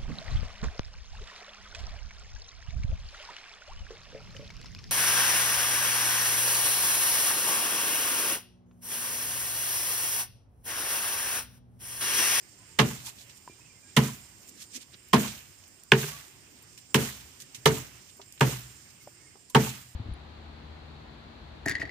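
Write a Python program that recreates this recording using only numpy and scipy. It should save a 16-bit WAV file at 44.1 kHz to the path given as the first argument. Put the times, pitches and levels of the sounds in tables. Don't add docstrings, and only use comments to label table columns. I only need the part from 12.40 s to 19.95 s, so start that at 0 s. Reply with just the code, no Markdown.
import sys
import numpy as np
from scipy import signal
from scipy.fft import rfft, irfft
from scipy.io import wavfile

SR = 44100
rng = np.random.default_rng(int(sys.argv[2]) if len(sys.argv) > 2 else 0)


def store_pcm(level_fs):
    pcm = np.round(np.clip(level_fs, -1, 1) * 32767).astype(np.int16)
    wavfile.write(sys.argv[1], SR, np.atleast_2d(pcm).T)


def undo_db(level):
    steps = np.asarray(level, float) / 20
    return 10 ** steps


N = 332955
T = np.arange(N) / SR

# start in s, bite length in s, pitch of the crack in Hz, final snap in dB.
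BLOWS = [
    (0.387, .014, 3056, 7),
    (1.564, .013, 3060, 10.5),
    (2.7302, .0099, 2916, 17.5),
    (3.5180, .0052, 2750, 19),
    (4.5431, .0064, 2833, 9.5),
    (5.2555, .011, 3146, 11.5),
    (6.0066, .009, 2896, 14.5),
    (7.1465, 0.011, 2797, 16),
]
# thud in dB, crack in dB, splinters in dB, yard echo in dB.
BITES = [
    (-20, -17.5, -30, -8.5),
    (-20.5, -19, -23.5, -11),
    (-17, -21, -28, -9.5),
    (-17, -7, -29, -17.5),
    (-17, -15, -18, -13.5),
    (-17.5, -15.5, -21, -10.5),
    (-17.5, -23, -27.5, -12),
    (-14.5, -20, -30.5, -11),
]
# multiple of the crack pitch, width in Hz.
CRUNCH = [(.32, 445), (.61, 589), (1, 1080), (2.6, 13900)]
# trunk sway in dB, fork in dB, handle in dB, crown in dB, crown t60 in s.
SWINGS = [
    (-20.5, -18, -27, -48.5, 0.7),
    (-22.5, -14, -27.5, -41.5, 0.41),
    (-27.5, -10, -24.5, -41.5, 0.55),
    (-21.5, -14, -17, -43.5, 0.7),
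    (-20.5, -17, -26.5, -38.5, 0.42),
    (-23, -31.5, -19, -43.5, .46),
    (-16, -31.5, -25.5, -41, 0.46),
    (-19.5, -16, -19.5, -41.5, 0.54),
]


def rms_one(x):
    return x / np.sqrt(np.mean(x ** 2) + 1e-20)


def at_hz(points, hz):
    table = np.array(points)
    return np.interp(np.log(hz), np.log(table[:, 0]), table[:, 1])


def drift(rate):
    r = np.exp(-80 * np.pi * rate / SR)
    white = rng.standard_normal(N // 40 + 2002)
    slow = signal.lfilter([1], [1, -2 * r, r * r], white)[2000:]
    return np.interp(np.arange(N) / 40, np.arange(len(slow)), rms_one(slow))


def ring(x, hz, t60):
    r = undo_db(-60 / (t60 * SR))
    w = 2 * np.pi * hz / SR
    return signal.lfilter([0, np.sin(w)], [1, -2 * r * np.cos(w), r * r], x + 1e-18)


def resonate(x, hz, width_hz):
    r = np.exp(-np.pi * width_hz / SR)
    zeros = np.array([1, 0, -1]) * (1 - r * r) / 2
    poles = [1, -2 * r * np.cos(2 * np.pi * hz / SR), r * r]
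    return signal.lfilter(zeros, poles, x + 1e-18)


def grains(per_s, spread_db, size):
    heights = undo_db(spread_db * np.minimum(rng.exponential(1, size), 5))
    signed = heights * rng.choice([-1, 1], size)
    return rms_one(signed * (rng.random(size) < per_s / SR))


def bands(white, gain, lowest_hz):
    # frequency in Hz, likeness of left and right from -1 to 1.
    likeness = [(60, 0.86), (180, 0.69), (550, 0.36), (1650, 0.0033), (4970, -0.027), (15000, -0.14)]
    out = 0
    edges = 18000 / 2 ** np.arange(0, np.log2(18000 / lowest_hz), .5)
    for k, (high, low) in enumerate(zip(edges, edges[1:])):
        band = signal.butter(2, [low, high], "band", fs=SR, output="sos")
        mid, side = signal.sosfilt(band, white[k % 2])
        hz = np.sqrt(low * high)
        alike = np.clip(at_hz(likeness, hz), -1, 1)
        out = out + gain(hz) * (np.sqrt(1 + alike) * mid + np.sqrt(1 - alike) * side * [[1], [-1]])
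    return out


def struck(times, db):
    clicks = np.zeros(N)
    clicks[(np.array(times) * SR).astype(int)] = undo_db(db)
    return clicks


def bite_colours():
    thud_db, crack_db, splinter_db, _ = np.transpose(BITES)
    blade_db = -23.5 + 2.1 * np.maximum(crack_db + 12.5, 0)
    return np.transpose([thud_db, blade_db, crack_db, splinter_db])


def yard():
    # frequency in Hz, level in dB per Hz.
    floor = [(18, -40), (30, -8), (111, 1.5), (178, -6.5), (316, -6), (493, -15), (1520, -16.5),
             (2430, -10.5), (4220, -22), (4930, -10.5), (6410, -26.5), (7300, -16.5), (8770, -22.5),
             (10300, -32), (15600, -20)]
    # frequency in Hz, level in dB per Hz.
    echo = [(35, -40), (60, -16), (230, -4), (460, -8.5), (900, -12.5), (1700, -9), (3200, -11),
            (4500, -12.5), (15500, -22.5)]
    # frequency in Hz, t60 in s.
    echo_t60 = [(60, 0.76), (250, 0.35), (700, 0.22), (2000, 0.19), (3500, 0.1), (6000, .1), (15000, 0.12)]
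    white = rng.standard_normal((2, 2, N))
    together = drift(1.5)
    starts = np.array(BLOWS)[:, 0]
    multiples = np.array(CRUNCH)[:, 0]
    colours = bite_colours()

    def gain(hz):
        echo_db = []
        for (_, _, crack_hz, _), (*_, yard_db), colour_db in zip(BLOWS, BITES, colours):
            echo_db.append(yard_db + 0.68 * np.interp(hz / crack_hz, multiples, colour_db))
        decay = undo_db(-60 / (at_hz(echo_t60, hz) * SR))
        dying = signal.lfilter([1], [1, -decay], struck(starts, echo_db) + 1e-18)
        rising = signal.lfilter([.004], [1, -.996], dying)
        air = undo_db(-42.5 + at_hz(floor, hz) + 1.5 * together + 2 * drift(6.2))
        return np.hypot(air, undo_db(20.0 + at_hz(echo, hz) + 2 * drift(58)) * rising)
    return bands(white, gain, 30)


def cicada():
    # frequency in Hz, width in Hz, level in dB.
    tymbal = [(5100, 720, -9), (7300, 540, -8), (7650, 120, -1), (8150, 51, -2.5), (8686, 310, -6)]
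    beat_rates = [209.3, 215.0]
    drive = .9 * rng.standard_normal((2, N))
    for pulse_hz in beat_rates:
        cycles = np.cumsum(pulse_hz * (1 + .001 * drift(1.5)) / SR)
        beats = np.diff(np.floor(cycles), prepend=0)
        rattle = grains(2700, 1.7, round(SR / pulse_hz))
        uneven_beats = beats * undo_db(1.5 * rng.standard_normal(N))
        steady = signal.fftconvolve(uneven_beats, rattle)[:N]
        drive += .7 * rms_one(steady) * undo_db(3 * drift(2.5))
    buzz = 0
    for k, (hz, width, db) in enumerate(tymbal):
        buzz = buzz + (-1) ** k * undo_db(db) * resonate(resonate(drive, hz, width), hz, width)
    return rms_one(buzz) * undo_db(-60.5 + 1.4 * drift(44)) * undo_db([[-4.0], [0]])


def birds():
    # start in s, length in s, start pitch in Hz, end pitch in Hz, level in dB.
    whistles = [(.178, .082, 1006, 1026, -71), (.275, .1, 880, 940, -75), (1.085, .06, 2380, 2390, -63.5),
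                (1.145, .02, 2780, 2820, -73), (1.2, .035, 2440, 2660, -66), (1.236, .05, 2450, 2780, -65),
                (1.288, .038, 2460, 2320, -64), (1.34, .07, 2100, 2070, -70), (1.422, .03, 2440, 2340, -66),
                (1.432, .079, 1600, 1650, -69), (1.47, .06, 2330, 2450, -69), (3.715, .06, 1130, 1150, -55),
                (6.6, .03, 2150, 2170, -65), (6.79, .05, 2200, 2170, -68), (6.8, .09, 1890, 1810, -71),
                (6.855, .04, 2180, 2130, -65)]
    out = np.zeros(N)
    for s, length, start_hz, end_hz, db in whistles:
        u = np.arange(int(length * SR)) / (length * SR)
        phase = np.cumsum(start_hz + (end_hz - start_hz) * u) * 2 * np.pi / SR
        out[int(s * SR):][:len(u)] += undo_db(db + 6) * np.sin(np.pi * u) * np.sin(phase)
    return out + 0.16 * np.roll(out, round(0.063 * SR)) + .15 * np.roll(out, round(0.029 * SR))


def bite():
    # delay in s, level in dB.
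    walls = [(.0075, -15.5), (0.0151, -9.5), (.032, -23.5), (.112, -25), (.121, -27.5)]
    out = np.zeros((2, N))
    age = T[:SR // 5]
    for (s, length, crack_hz, snap_db), colour_db in zip(BLOWS, bite_colours()):
        cracks = grains(7000, 1.7, len(age)) + 0.96 * grains(7000, 0.53, (2, len(age)))
        snap = undo_db(snap_db) * np.eye(1, len(age), round(0.4 * length * SR))
        for k, ((multiple, width), db) in enumerate(zip(CRUNCH, colour_db)):
            u = age / length * 5.37 * multiple ** 0.5
            swell = u ** 2 * np.exp(2 - u) / 4
            hz = multiple * crack_hz
            sound = resonate(resonate(swell * cracks + snap, hz, width), hz, width)
            level = (-1) ** k * undo_db(db - 1.5) * np.sqrt(SR / width / 2)
            out[:, int(s * SR):][:, :len(age)] += level * sound
    dull = signal.lfilter([.2], [1, -.8], out)
    echoes = sum(undo_db(db) * np.roll(dull[::-1], round(delay * SR), axis=1) for delay, db in walls)
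    return out + echoes


def trunk():
    # frequency in Hz, level in dB, t60 in s.
    modes = [(64.8, -32.5, 1), (122.65, -19, 0.66), (132.7, -3.5, 0.31), (153.4, -5, 0.22),
             (209.8, -8, 0.3), (235.5, -11, .28), (254, -8, 0.033), (315, -13.5, 0.11), (387.6, -2.5, 0.19),
             (439.2, -1.5, .22), (427, -12, 0.11), (505, -8, 0.1), (562, -18, 0.15), (680, -17, .15),
             (830, -22.5, 0.045), (860, -32, 0.35), (918, -11, 0.18), (1020, -10, 0.073)]
    swing_hz = [135, 220, 350, 430]
    pushes = [s + 0.25 * length for s, length, *_ in BLOWS]
    luck = rng.standard_normal((len(BLOWS), len(modes)))
    out = 0
    for k, (hz, level_db, t60) in enumerate(modes):
        share_db = []
        for sway, fork, handle, *_ in SWINGS:
            gap = -24.5 + 0.16 * (handle + 23)
            share_db.append(np.interp(hz, swing_hz, [sway, fork, gap, handle]))
        clicks = struck(pushes, np.array(share_db) + level_db + 2.6 * luck[:, k]) * (-1) ** k
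        late = round(SR * .6 / hz)
        out = out + ring(np.roll(clicks, late), hz, t60)
    return signal.lfilter([.08], [1, -.92], out) * undo_db(6.0)


def rustles():
    # peak time in s, peak level in dB, rise in s, centre in Hz.
    brushes = [(.669, -42.5, .014, 5370), (.68, -45, 0.034, 1080), (.692, -45, 0.025, 5000),
               (.815, -54, .035, 5000), (0.976, -58, 0.015, 6000), (2.031, -62, 0.016, 8250),
               (2.094, -53, .014, 10100), (2.225, -48.5, 0.031, 4740), (2.18, -50, .075, 259),
               (2.365, -40.5, .02, 4280), (2.373, -38, 0.036, 227), (2.424, -51.5, 0.021, 4330),
               (2.546, -48.5, 0.012, 2680), (2.55, -51, .025, 229), (2.689, -59, 0.0092, 12100),
               (5.022, -50, .014, 6010), (5.7, -56, .01, 4060), (5.95, -63.5, .02, 12000),
               (6.508, -59.5, 0.012, 5030), (6.631, -60.5, .013, 11970)]
    # peak time in s, peak level in dB, fall in s, centre in Hz.
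    ticks = [(.785, -56.5, .01, 3000), (.896, -51, .018, 3416), (3.239, -54, .005, 4120),
             (3.279, -60, .008, 13670), (3.436, -51.5, .003, 10420), (4.224, -58, .008, 14170),
             (4.33, -62, .005, 5900), (4.377, -50, .013, 4770), (5.002, -49, .014, 5650),
             (5.147, -44, .018, 4380), (5.77, -60, .01, 13860), (5.795, -38.5, .013, 750),
             (5.815, -51, .012, 3480), (5.924, -51, 0.0035, 6990), (5.977, -48, .007, 2200),
             (5.996, -50, .004, 5110), (6.956, -46, .012, 713), (7.099, -51, .009, 8000)]
    swells = [(s, db, rise, 0.52 * rise, hz) for s, db, rise, hz in brushes]
    return swells + [(s, db, .0008, fall, hz) for s, db, fall, hz in ticks]


def leaves():
    # frequency in Hz, level in dB per Hz.
    crown = [(300, -14), (600, -7.5), (1100, -4), (1900, -2), (3300, -1.5), (5000, -6.5), (7000, -3),
             (10000, -9.5), (15000, -5.5)]
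    # centre in Hz, dB lost per octave squared.
    narrow = [(250, 12), (750, 27.5), (2500, 8.5), (5000, 3.5), (12000, 4.5)]
    shake = np.zeros(N)
    for (s, *_), (*_, leaf_db, t60) in zip(BLOWS, SWINGS):
        age = np.maximum(T - s - .012, 0)
        decay = np.hypot(undo_db(-60 * age / t60), undo_db(-21 - 60 * age / 1.23))
        arrival = 1 - np.exp(-(age / 0.061) ** 2)
        shake += undo_db(leaf_db) * decay * arrival * 4.14
    shake *= undo_db(0.5 * drift(36))

    def gain(hz):
        power = (shake * undo_db(at_hz(crown, hz) + 9.5)) ** 2
        for s, peak_db, rise, fall, centre_hz in rustles():
            near = slice(int((s - 6 * rise) * SR), int((s + 8 * fall) * SR))
            swell = np.exp(np.minimum((T[near] - s) / rise, (s - T[near]) / fall))
            loss_db = at_hz(narrow, centre_hz) * np.log2(hz / centre_hz) ** 2
            power[near] += (swell * undo_db(peak_db + 7.5 - loss_db)) ** 2
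        return np.sqrt(power) * undo_db(1.1 * drift(33) + 0.93 * drift(8.9))
    return bands(grains(5000, 3, (2, 2, N)), gain, 150)


def knocks():
    # start in s, peak in dB, pitch in Hz, t60 in s.
    taps = [
        (1.077, -34, 996, 0.032),
        (1.098, -40.5, 345, 0.029),
        (1.195, -54, 980, 0.031),
        (3.631, -33.5, 150.2, 0.39),
        (3.64, -36, 403, 0.18),
        (5.795, -47.5, 395, 0.13),
        (6.673, -40.5, 590, 0.045),
        (6.675, -38.5, 784, 0.021),
        (6.954, -52.5, 395, 0.069),
        (7.102, -54.5, 1000, 0.082),
    ]
    out = np.zeros(N)
    for s, peak_db, hz, t60 in taps:
        click = np.eye(1, SR // 5)[0] * undo_db(peak_db)
        tap = ring(click, hz, t60) + 0.35 * ring(click, 1.52 * hz, 0.25 * t60)
        out[int(s * SR):][:len(click)] += tap
    return out


def scene():
    background = yard() + cicada() + birds() * undo_db([[-2.5], [1.5]])
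    blows = bite() + trunk() * undo_db([[-.7], [.7]])
    return background + blows + leaves() + knocks()


def low_pass(x):
    return signal.sosfilt(signal.butter(12, 16820, fs=SR, output="sos"), x)


def record(dry):
    # frequency in Hz, left minus right in dB.
    ports = [(300, 0), (1300, 0), (2400, -4.5), (4400, -3.5), (6500, -12.5), (8500, -8.5), (10000, 2.5),
             (15000, -2)]
    hz = np.maximum(np.fft.rfftfreq(N, 1 / SR), 1)
    tilt_db = at_hz(ports, hz) / 2
    edges = np.where(hz < 15500, 1, undo_db(-41)) / np.sqrt(1 + (58 / hz) ** 5)
    rounded = 1.306 * np.tanh(dry / 1.372)
    mix = irfft(rfft(rounded) * undo_db([tilt_db, -tilt_db]) * edges, N)
    return low_pass(mix)


dry = scene()
out = record(dry)
store_pcm(out)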